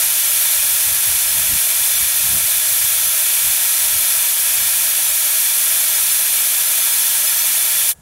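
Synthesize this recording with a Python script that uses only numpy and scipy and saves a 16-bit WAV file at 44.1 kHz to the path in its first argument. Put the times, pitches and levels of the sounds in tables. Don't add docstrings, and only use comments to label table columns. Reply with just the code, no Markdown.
import sys
import numpy as np
from scipy import signal
from scipy.fft import rfft, irfft, next_fast_len
from scipy.io import wavfile
from scipy.ndimage import uniform_filter1d

SR = 44100
rng = np.random.default_rng(int(sys.argv[2]) if len(sys.argv) > 2 else 0)


def attenuation_scalar(level_db):
    decades = np.asarray(level_db, float) / 20
    return 10 ** decades


def log_audio(samples):
    frames = np.atleast_2d(samples).T
    limited = np.clip(frames, -1, 1)
    pcm = np.round(limited * 32767).astype(np.int16)
    wavfile.write(sys.argv[1], SR, pcm)


N = 353461
FRAME, GRID = 2048, 510
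TOP_HZ = 15740


def slope(hz, points):
    at_hz, db = np.transpose(points)
    return np.interp(np.log(hz + 1), np.log(at_hz), db)


def coloured(db_at, flutter=1.):
    size = next_fast_len(N)
    hz = np.arange(size // 2 + 1) * SR / size
    spectrum = rfft(flutter * rng.standard_normal(N), size)
    x = irfft(spectrum * attenuation_scalar(db_at(hz)), size)[:N]
    return x / np.std(x)


def walk(rate_hz):
    hold = int(SR / rate_hz)
    steps = np.repeat(rng.standard_normal(N // hold + 1), hold)
    slewed = uniform_filter1d(uniform_filter1d(steps, hold), hold)
    return 0.73 * slewed[:N]


def jet(t):
    # (time [s], level [dB])
    flow = [
        (0.0, -13.5),
        (0.04, -14.5),
        (7.4, -14.5),
        (7.86, -14.5),
    ]
    # (time [s], level [dB], gain of the low part of the hiss [dB])
    closing = [
        (7.872, -15.5, 0),
        (7.885, -13, -2.5),
        (7.896, -11.5, -4),
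        (7.915, -17, .6),
        (7.921, -21, -5),
        (7.93, -27, -6),
        (7.939, -43, -5),
        (7.945, -70, -5),
    ]
    s, db = np.transpose(flow + [row[:2] for row in closing])
    closing_s, _, closing_low_db = np.transpose(closing)
    low_db = np.interp(t, closing_s, closing_low_db) + 0.28 * walk(5.2)
    flutter_db = 0.39 * walk(13) + 0.48 * walk(90) + 0.31 * walk(600)
    hiss = coloured(wheel, attenuation_scalar(flutter_db))
    low = signal.sosfiltfilt(signal.butter(1, 5500, fs=SR, output="sos"), hiss)
    return attenuation_scalar(np.interp(t, s, db)) * (hiss + (attenuation_scalar(low_db) - 1) * low)


def wheel(hz):
    # (frequency [Hz], level per Hz [dB])
    jet_spectrum = [(300, -27.3), (520, -27.0), (640, -15.5), (1100, -18.4), (2300, -6.7), (4700, -11.9),
                    (6500, -7.0), (8000, -4.5), (10800, 0.0), (13000, -2.1), (14500, -7.8), (15650, -7.8)]
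    # (centre [Hz], width [Hz], height [dB])
    ridges_and_dips = [(407, 145, 1.6), (595, 98, 3.7), (664, 82, 1.5), (916, 102, 6.3), (1163, 40, 1.2),
                       (1339, 187, 4.6), (1676, 121, 4.1), (1843, 60, 1.5), (1932, 75, 1.5), (2102, 48, 1.3),
                       (2291, 107, 2.6), (2537, 55, 2.7), (3049, 57, 1.9), (3250, 83, 3.1), (3343, 59, 1.8),
                       (3486, 184, 6.8), (3610, 76, 2.0), (4110, 394, 3.0), (4473, 235, 3.3), (5122, 179, 2.4),
                       (6016, 579, 3.0), (6653, 300, 2.9), (8381, 106, 1.2), (8958, 108, 2.7), (9350, 170, 3.1),
                       (12321, 112, 2.0), (13939, 240, 2.7), (14725, 330, 3.1),
                       (340, 42, -2.4), (487, 127, -3.9), (720, 78, -2.1), (836, 98, -4.5), (1237, 108, -2.7),
            (1469, 92, -2.7), (1785, 48, -1.9), (1882, 54, -1.3), (2011, 213, -2.1), (2103, 352, -3.0),
            (2173, 171, -2.9), (2611, 152, -4.3), (2789, 194, -4.2), (3109, 105, -3.2), (3414, 52, -0.7),
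            (3942, 134, -2.2), (4940, 131, -2.1), (6426, 244, -5.6), (6861, 186, -4.6), (7140, 162, -5.0),
            (7743, 221, -6.9), (8068, 305, -4.6), (8698, 248, -3.4), (9072, 250, -4.2), (9750, 392, -2.6),
            (11648, 557, -2.1), (13260, 287, -3.7), (14926, 183, -2.4),
                       (2700, 70, 2), (5715, 140, 2.5), (8570, 95, 2), (10120, 180, 1.5), (10790, 150, 1.5),
             (10920, 100, -1.8), (11125, 180, 1.2), (11480, 120, 1.5), (11830, 140, 1.5), (13630, 140, 1.8)]
    ripple_db = 0
    for at_hz, width_hz, db in ridges_and_dips:
        ripple_db = ripple_db + db / (1 + (2 * (hz - at_hz) / width_hz) ** 2) ** 2
    return slope(hz, jet_spectrum) + 1.08 * ripple_db


def wind(t):
    # (peak time [s], peak level [dB], length [s], extra sharpness [dB])
    puffs = [(.59, -44, .07, 0), (.655, -47, .04, 10), (.73, -42, .07, -3), (.885, -41, .05, 2),
             (.94, -42, .12, 3), (1.1, -37.5, .07, -1), (1.157, -39, .04, 0), (1.29, -44, .12, 0),
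             (1.39, -40, .14, 3), (1.46, -44, .1, 3), (1.537, -34.5, 0.099, 1), (1.815, -45, .07, -5),
             (1.97, -46, .07, 1), (2.04, -39.5, 0.084, 1), (2.265, -39, 0.15, -8), (2.357, -37, .14, 5),
             (2.445, -40, .04, -3), (2.575, -46, .1, 2), (2.73, -48, .17, 0), (2.845, -42, .08, -3),
             (2.97, -48, .16, 3), (3.08, -45, .09, 3), (3.48, -41.5, .09, 1), (3.86, -47, .1, 4),
             (3.96, -42, .14, 0), (4.18, -47, .1, 2), (4.625, -44, .14, 4), (5.14, -46, .1, 0),
             (7.89, -56, .08, 16), (8.0, -54, .11, 19)]
    rise_share, fall_share = 0.36, 0.27
    slap_at_db, slap_growth, flick_growth = -45, 1.65, 3.3
    puff_power, sharp_power = 0, 0
    for peak_s, db, length_s, sharpness_db in puffs:
        width_s = length_s * np.where(t < peak_s, rise_share, fall_share)
        swell = attenuation_scalar(2 * db) * np.exp(-((t - peak_s) / width_s) ** 2)
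        puff_power = puff_power + swell
        sharp_power = sharp_power + attenuation_scalar(2 * sharpness_db / slap_growth) * swell
    calm_db = -59 + 4.5 * walk(6)
    rumble_gain = np.sqrt(puff_power + attenuation_scalar(2 * calm_db))
    sharp = np.sqrt(sharp_power) / attenuation_scalar(slap_at_db)
    slap_calm_db = -63.5 + 2.5 * walk(8)
    slap_gain = np.hypot(attenuation_scalar(slap_at_db - 11.5) * sharp ** slap_growth, attenuation_scalar(slap_calm_db))
    flick_gain = attenuation_scalar(slap_at_db - 35.5) * sharp ** flick_growth
    rumble = buffet([(10, -36), (30, -13), (55, 1.0), (102, -0.5), (150, -13), (400, -49)])
    slap = buffet([(60, -43), (120, 0.0), (160, 7.5), (260, -7.0), (400, -21), (700, -40)])
    flick = buffet([(150, -40), (250, 2), (380, -3), (520, -40)])
    return rumble_gain * rumble + slap_gain * slap + flick_gain * flick


def buffet(points):
    x = coloured(lambda hz: slope(hz, points))
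    local_rms = np.sqrt(uniform_filter1d(x ** 2, size=SR // 20))
    return attenuation_scalar(1.4 * walk(40)) * x / local_rms


def field():
    # (frequency [Hz], level per Hz [dB])
    field_spectrum = [(20, -8), (100, -5), (400, -4), (650, -2), (1000, -5), (2200, -13), (4800, -16),
                      (7000, -9), (10000, -7), (13000, -15), (15500, -23)]
    field_db, ring_hz, ring_db = -52.5, 1690, -62.5
    ring = attenuation_scalar(ring_db + walk(30)) * np.sin(2 * np.pi * ring_hz * np.arange(N) / SR)
    return attenuation_scalar(field_db) * coloured(lambda hz: slope(hz, field_spectrum)) + ring


def scene():
    t = np.arange(N) / SR
    return np.tile(jet(t) + wind(t) + field(), (2, 1))


def fills():
    chance, tries, until_s = 0.135, 3, 7.8
    low_hz, wide_hz, wide_share, low_bias = 4220, 1700, 0.23, 1.2
    starts = np.arange(GRID, int(until_s * SR), FRAME // 2)
    pick = rng.random((len(starts), tries))
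    place = rng.random((len(starts), tries))
    first = np.arange(tries) == 0
    used = (pick[:, :1] < chance) & ((pick < 1 / 4) | first)
    low = low_hz + place[used] ** low_bias * (TOP_HZ - wide_hz / 2 - low_hz)
    high = low + np.minimum(wide_share * low, wide_hz)
    return zip(starts[np.nonzero(used)[0]], low, high)


def roll_off(x):
    return signal.sosfilt(signal.butter(12, 16960, fs=SR, output="sos"), x)


def record(dry):
    fill_db = 1
    dry = signal.sosfilt(signal.ellip(16, .1, 90, TOP_HZ, fs=SR, output="sos"), dry)
    out = dry.copy()
    hz = np.arange(FRAME // 2 + 1) * SR / FRAME
    window = signal.windows.kaiser_bessel_derived(FRAME, 4 * np.pi)
    for start, low, high in fills():
        span = slice(start, start + FRAME)
        inside = (hz > low) & (hz < min(high, TOP_HZ))
        band = irfft(rfft(window * dry[:, span]) * inside)
        fill = irfft(rfft(window * rng.standard_normal((2, FRAME))) * inside)
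        fill *= attenuation_scalar(fill_db) * np.std(band) / np.std(fill)
        out[:, span] += window * (fill - band)
    return roll_off(out)


dry = scene()
out = record(dry)
log_audio(out)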